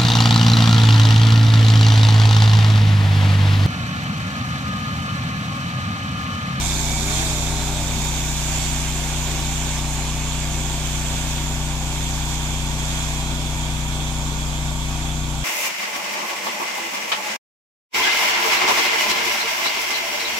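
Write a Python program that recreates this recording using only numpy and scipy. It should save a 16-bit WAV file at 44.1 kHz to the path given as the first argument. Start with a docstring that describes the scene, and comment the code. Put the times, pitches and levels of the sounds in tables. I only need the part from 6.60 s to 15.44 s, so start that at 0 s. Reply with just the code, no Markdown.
"""A small generator thuds and clatters close by, under the bright, fluttering hiss of a spray drone.
Its single cylinder holds a governed speed, ringing muffler, casing and panels; its alternator whines.
The drone crosses a rice field and slowly moves away. Its four rotors hum, chop the air into hiss and
push down a low roar; the motors add a thin whine and brief whistles. Soft low tones swell early on."""
import sys
import numpy as np
from scipy import signal
from scipy.fft import rfft, irfft
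from scipy.io import wavfile
from scipy.ndimage import uniform_filter1d

SR = 44100
rng = np.random.default_rng(int(sys.argv[2]) if len(sys.argv) > 2 else 0)


def unload_audio(sound):
    """Save the sound as a 16-bit wav file, at the path given as the first command line argument."""
    columns = np.transpose(np.atleast_2d(sound))
    # keep every value between -1 and 1, then stretch to whole-number steps
    steps = np.round(np.clip(columns, -1, 1) * 32767)
    wavfile.write(sys.argv[1], SR, steps.astype(np.int16))


N = 389844

# exhaust note, casing tones and, at the top, the alternator's thin whine:
# (multiple of the firing rate, relative level/dB)
ENGINE_PARTIALS = [(1, -33.0), (2, -28.0), (3, -44.0), (4, -41.5), (5, -30.0), (6, -64.0), (7, -45.5),
                   (8, -38.6), (9, -48.5), (10, -47.0), (11, -48.5), (12, -52.5), (17, -57.5), (18, -56),
                   (20, -58.5), (22, -56.0), (24, -54.0), (26, -52.0), (28, -57.0), (29, -52.5),
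                   (30, -51.5), (31, -50.5), (32, -51.5), (34, -58.0), (35, -58.5), (36, -59.0),
                   (37, -53.0), (38, -57.5), (39, -57.5), (48, -58.5), (84, -58.5)]
# valve and piston knocks: (place in the engine cycle 0-1, relative level/dB)
ENGINE_KNOCKS = [(0.2, -10), (0.3, -20), (0.68, -14.5), (.84, -13)]
# casing panels rung by the knocks: (f/Hz, width/Hz, relative level/dB)
PANEL_MODES = [(718, 48, -4), (788.4, 17, 3), (927, 61, 0.5), (1125, 35, -3.5)]
# throttle, as the blade rate of the fast rotor pair: (t/s, f/Hz)
THROTTLE = [(0, 98.5), (.42, 96), (.62, 110.5), (.8, 98), (1.0, 103), (1.7, 92), (3.4, 101), (4.1, 97.6),
            (5.5, 99), (6.4, 110), (7.6, 103), (8.84, 100)]
# tones of one rotor: (multiple of the blade rate, relative level/dB)
ROTOR_PARTIALS = [(1, 0), (2, -14), (3, -7), (4, -6), (5, -13), (6, -4), (7, -7), (8, -8), (9, -6),
                  (10, -16), (12, -23)]
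# the drone's colour on the way in and out: (f/Hz, approaching gain/dB, leaving gain/dB)
FLYBY_EQ = [(240, 3, 2.5), (386, 3, -2), (466, 3, -0.5), (1270, 1, 0.5), (1860, -2, 0), (2380, 0, 0),
            (2900, -5.5, -3), (3360, -1.5, 4.5), (3620, 2, 0.5), (4230, 0.5, 0.5), (7500, -1, -1),
            (13000, 0.5, 0)]
# how alike the air noise is left and right: (f/Hz, correlation)
STEREO_LIKENESS = [(100, 1), (500, 0.66), (900, 1), (1400, 0.29), (1950, 0.41), (2500, 0.15), (3300, 0.33),
                   (4500, 0.083), (7000, 0.067), (13000, 0.042)]
# how much earlier the air noise arrives on the left: (t/s, lead/ms)
LEFT_LEAD = [(0, -0.047), (.75, -0.11), (1.3, 0.065), (3.5, 0.036), (4.7, 0.095), (7, 0.21), (8.84, 0.27)]
# colour of the blade hiss: (f/Hz, relative left level/dB, relative right level/dB)
HISS_SPECTRUM = [(1050, -50, -21), (1520, -10.5, -8), (2000, -12, -13), (2270, -5.5, -4.5), (2860, -8, -8),
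                 (3550, -15.5, -1), (3870, -12, -9), (4700, -13.5, -11.5), (5720, -15, -8),
                 (6880, -10.5, -1.5), (7460, -13.5, -2.5), (8390, -19, -10), (9300, -21.5, -17),
                 (14700, -25.5, -25)]
# envelope of the blade hiss: (t/s, relative level/dB)
HISS_ENVELOPE = [(0, -23.5), (0.4, -25.1), (0.6, -22.5), (0.8, -25.8), (1.15, -27.9), (1.45, -26.3),
                 (1.7, -26.9), (2.0, -25.1), (2.42, -27.7), (2.9, -27.8), (3.6, -30.0), (4.55, -28.0),
                 (5.2, -31.3), (5.35, -28.8), (6.08, -30.5), (6.42, -28.3), (6.68, -31.2), (8.84, -33.0)]
# colour of the downdraught and cooling air: (f/Hz, relative left level/dB, relative right level/dB)
WASH_SPECTRUM = [(20, -7, -10), (75, -4, -6), (100, -1, -4), (135, -5, -7), (250, -3, -6), (390, -7, -9),
                 (480, -10.5, -11.5), (660, -9, -7.5), (900, -6, -7), (1080, -10, -10.5), (1330, -15, -10),
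                 (1800, -28, -28)]
# envelope of the motor drives' whine: (t/s, level/dB before flutter)
WHINE_ENVELOPE = [(0, -62), (1.4, -49), (2.8, -52), (3.6, -61), (4.75, -51), (5.1, -59), (5.7, -52),
                  (6.2, -65), (8.84, -66)]
# brief motor whistles: (t/s, f/Hz, length/s, level/dB before panning)
MOTOR_WHISTLES = [(.18, 4440, 0.093, -39), (.33, 2280, .14, -35), (.55, 4180, .08, -38),
                  (1.0, 4100, 0.12, -41), (1.45, 4500, .2, -45), (2.03, 4480, 0.1, -38),
                  (3.4, 4120, 0.36, -46), (6.68, 4034, .17, -45)]
# low swells: (t/s, f/Hz, length/s, level/dB before panning)
LOW_SWELLS = [(0.39, 222, 0.27, -34.5), (1.378, 218, 0.14, -33.5), (2.14, 262, 0.13, -35.5)]

FIRING_HZ, EXHAUST_PARTIALS = 30.182, 12  # the remaining partials are the casing's and the alternator's
CLOSEST_S, CLOSEST_M, SPEED_M_PER_S = 1.2, 18, 4.5  # the drone flies a straight line
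CRUISE_BLADE_HZ = 100


def amp(db):
    """Decibels to gain."""
    return 10 ** (np.asarray(db) / 20)


def unit_rms(x):
    """Scales to rms 1."""
    return x / np.sqrt(np.mean(x ** 2) + 1e-20)


def follow(rows, at):
    """Each column of a curve, interpolated along the first."""
    points, *columns = np.transpose(rows)
    return [np.interp(at, points, c) for c in columns]


def spectrum_at(rows, hz):
    """Each column of a spectrum at the frequencies hz, on a log scale."""
    f, *columns = np.transpose(rows)
    return [np.interp(np.log(hz + 1), np.log(f + 1), c) for c in columns]


def clock():
    """Time of every sample in seconds."""
    return np.arange(N) / SR


def drift(rate_hz, hop=128):
    """Smooth random wobble of rms 1 that rolls off above rate_hz."""
    count = N // hop + 2
    hz = np.fft.rfftfreq(count, hop / SR)
    slow = irfft(rfft(rng.standard_normal(count)) * np.exp(-(hz / rate_hz) ** 2), count)
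    return np.interp(np.arange(N) / hop, np.arange(count), unit_rms(slow))


def pan(x, left_db):
    """Places a sound left_db louder on the left than on the right."""
    return x * amp([[left_db / 2], [-left_db / 2]])


def engine_turns(hunt_cycles=.012, hunt_hz=1.3, jitter_cycles=.0015):
    """Running count of engine cycles; the governor hunts slowly and no two firings are quite alike."""
    return FIRING_HZ * clock() + hunt_cycles * drift(hunt_hz) + jitter_cycles * drift(10)


def exhaust(turns, trim_db=-0.4, left_db=5, left_lead_rad=0.27, unsteady=0.02, muffler_hz=(225, 270)):
    """The thud: each firing sends one pressure pulse ringing through the muffler."""
    orders, levels_db = np.transpose(ENGINE_PARTIALS[:EXHAUST_PARTIALS])
    # a causal pulse: its phase follows from its spectrum
    mirrored_db = np.interp(abs(np.fft.fftfreq(64, 1 / 64)), orders, levels_db)
    phase = -signal.hilbert(np.log(amp(mirrored_db))).imag
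    out = np.zeros((2, N))
    for k, db in zip(orders, levels_db):
        # odd orders come from combustion alone, a fifth of a turn ahead of the crankshaft's even ones
        angle = 2 * np.pi * k * turns + phase[int(k)] + 2 * np.pi / 5 * (k % 2)
        angle -= np.interp(k * FIRING_HZ, muffler_hz, [0, np.pi])  # the resonance flips higher overtones
        width = min(1, 2 / k)  # widest in the deep bass
        tone = amp(db) * np.cos([angle + left_lead_rad * width, angle])
        out += pan(tone, left_db * np.sqrt(width))
    return np.sqrt(2) * amp(trim_db) * out * (1 + unsteady * drift(12))


def casing_and_alternator(turns):
    """The casing rings and, at the top, the alternator's slots whine; the highest tones waver most."""
    out = np.zeros((2, N))
    for k, db in ENGINE_PARTIALS[EXHAUST_PARTIALS:]:
        waver = np.interp(k, [32, 48], [.35, .9])
        strength = unit_rms(1 + waver * drift(9))
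        tone = amp(db) * strength * np.cos(2 * np.pi * (k * turns + rng.random()))
        out += pan(tone, left_db=np.interp(k, [16, 18, 34, 48, 69], [-1, -3.0, 2.5, -17, 15]))
    return np.sqrt(2) * out


def clatter(turns, level_db=-43, decay_cycles=0.062):
    """Valves and piston knock at the same places in every cycle and ring the panels."""
    envelope = sum(amp(db) * np.exp(-((turns - place) % 1) / decay_cycles) for place, db in ENGINE_KNOCKS)
    knocks = envelope * rng.standard_normal(N)
    panels = sum(amp(db) * signal.lfilter(*signal.iirpeak(hz, hz / width, fs=SR), knocks)
                 for hz, width, db in PANEL_MODES)
    return amp(level_db) * unit_rms(panels)


def rotor_turns(pair_lag=.005, lean_lag=.13, lean_s=4.9, lean_width_s=2.5):
    """Running blade counts of four rotors; one pair slows, most as the drone leans into its run."""
    t = clock()
    fast = follow(THROTTLE, t)[0]
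    lean = np.exp(-((t - lean_s) / lean_width_s) ** 2)
    slow = fast * (1 - pair_lag - lean_lag * lean)
    # the flight controller keeps trimming the speeds
    rates = [fast] + [hz * (1 + .012 * drift(1.2)) for hz in (slow, fast, slow)]
    return [np.cumsum(hz * (1 + .0035 * drift(9))) / SR for hz in rates]


def flight_db(t, power, fade):
    """Rotor noise grows with a power of the blade rate and falls with distance (fade 1 = open air)."""
    throttle = follow(THROTTLE, t)[0] / CRUISE_BLADE_HZ
    metres = np.hypot(CLOSEST_M, SPEED_M_PER_S * (t - CLOSEST_S))
    return 20 * (power * np.log10(throttle) - fade * np.log10(metres / CLOSEST_M))


def flyby_eq_db(t, hz):
    """The drone changes colour as it comes near, passes and sinks towards the horizon."""
    approach_db, leaving_db = spectrum_at(FLYBY_EQ, hz)
    return approach_db * np.interp(t, [1.1, 2.1], [1, 0]) + leaving_db * np.interp(t, [3, 7.5], [0, 1])


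def rotor_hum(rotors, base_db=-37, flutter_db=2.2, notch_hz=530, notch_width_hz=58, notch_db=13.5):
    """Blade tones flutter in the disturbed air; the echo off the field cuts a narrow notch in them."""
    out, t = np.zeros(N), clock()
    for turns, rotor_db in zip(rotors, (0, -6, -10, -11)):  # the nearest rotor is loudest
        blade_hz = np.gradient(turns) * SR
        for k in range(1, 13):
            dip_db = notch_db * np.exp(-((k * blade_hz - notch_hz) / notch_width_hz) ** 2)
            tone_db = follow(ROTOR_PARTIALS, k)[0] + flyby_eq_db(t, k * blade_hz.mean()) - dip_db
            gain = amp(tone_db + rotor_db + flutter_db * drift(7.9))
            out += gain * np.cos(2 * np.pi * (k * turns + rng.random()))
    return unit_rms(out) * amp(base_db + flight_db(t, power=3.5, fade=.9))


def turbulence(spectrum, colour_db, patchy_db, frame):
    """Stereo air noise of rms 1, shaped by a spectrum, by colour_db(t, hz) and by random patches."""
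    step = frame // 4
    t = np.arange(N // step + 5)[:, None] * step / SR
    hz = np.fft.rfftfreq(frame, 1 / SR)
    a, b, c, d, patches = rng.standard_normal((5, len(t), len(hz)))
    left, unrelated = a + 1j * b, c + 1j * d
    likeness = spectrum_at(STEREO_LIKENESS, hz)[0]
    delay = np.exp(-2j * np.pi * hz * follow(LEFT_LEAD, t)[0] / 1000)
    right = likeness * left * delay + np.sqrt(1 - likeness ** 2) * unrelated
    patches = uniform_filter1d(patches, size=14, axis=0)  # smooth in time
    patches = unit_rms(uniform_filter1d(patches, size=12, axis=1))  # and in frequency
    shape_db = np.array(spectrum_at(spectrum, hz))[:, None] + colour_db(t, hz) + patchy_db * patches
    frames = np.array([left, right]) * amp(shape_db)
    _, noise = signal.istft(frames.swapaxes(1, 2), nperseg=frame, noverlap=frame - step)
    return unit_rms(noise[:, :N])


def blade_hiss(rotors, trim_db=0.5, chop=0.065, sharpness=2.6, flicker_db=0.13):
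    """Air tears off the blade edges, with a swish as each blade swings towards the listener."""
    def colour_db(t, hz):
        # below about 4 kHz the hiss partly follows throttle and distance instead of its envelope
        offset_db = -29.5 + flight_db(t, power=3.6, fade=0.2) - follow(HISS_ENVELOPE, t)[0]
        share = np.interp(hz, [1500, 2600, 3380, 5660], [0.25, 0.34, 0.18, 0.054])
        return offset_db * share + flyby_eq_db(t, hz)
    pulses = [np.exp(sharpness * np.cos(2 * np.pi * turns)) for turns in rotors]
    swish = unit_rms(sum(unit_rms(signal.detrend(pulse)) for pulse in pulses))
    db = trim_db + follow(HISS_ENVELOPE, clock())[0] + flicker_db * drift(16)
    return amp(db) * turbulence(HISS_SPECTRUM, colour_db, patchy_db=1.0, frame=512) * (1 + chop * swish)


def air_wash(level_db=-36.0):
    """One low roar for the drone's downdraught and the generator's cooling air."""
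    def colour_db(t, hz):
        share = np.interp(hz, [100, 500], [0.77, 1])  # the bass follows the flight a little less
        return flight_db(t, power=0.4, fade=0.23) * share + flyby_eq_db(t, hz)
    return amp(level_db) * turbulence(WASH_SPECTRUM, colour_db, patchy_db=1.96, frame=2048)


def drive_whine(start_hz=14160, sag_hz_per_s=50, spacing_hz=370, flutter_db=2):
    """The motor drives' switching tone and two weaker neighbours sink slowly, fluttering on each side."""
    out, t = np.zeros((2, N)), clock()
    top_hz = start_hz - sag_hz_per_s * t
    db = follow(WHINE_ENVELOPE, t)[0]
    for steps_down, tone_db in [(0, 0), (1, -7), (1.6, -9)]:
        hz = top_hz - steps_down * spacing_hz + 15 * drift(2) + 6 * drift(30)
        tone = np.cos(2 * np.pi * np.cumsum(hz) / SR)
        out += tone * amp(db + tone_db + flutter_db * np.array([drift(12), drift(12)]))
    return out


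def brief_tones(rows, left_db, waver_rad):
    """Wavering tones that swell and fade: motor whistles up high, soft swells down low."""
    out, t = np.zeros(N), clock()
    for peak_s, hz, length_s, db in rows:
        envelope = amp(db) * np.exp(-(2 * (t - peak_s) / length_s) ** 2)
        out += envelope * np.cos(2 * np.pi * hz * t + waver_rad * drift(42))
    return pan(out, left_db)


def scene():
    """The generator close by and the drone over the field."""
    engine, rotors = engine_turns(), rotor_turns()
    generator = exhaust(engine) + casing_and_alternator(engine) + clatter(engine)
    motors = drive_whine() + brief_tones(MOTOR_WHISTLES, left_db=-7, waver_rad=0.6)
    air = blade_hiss(rotors) + air_wash() + brief_tones(LOW_SWELLS, left_db=1, waver_rad=0.41)
    return generator + rotor_hum(rotors) + motors + air


def record(dry):
    """A steep low-pass takes off the very top."""
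    lowpass = signal.firwin(301, cutoff=14350, window=("kaiser", 9), fs=SR)
    return signal.oaconvolve(dry, lowpass[None], "same")


dry = scene()
out = record(dry)
unload_audio(out)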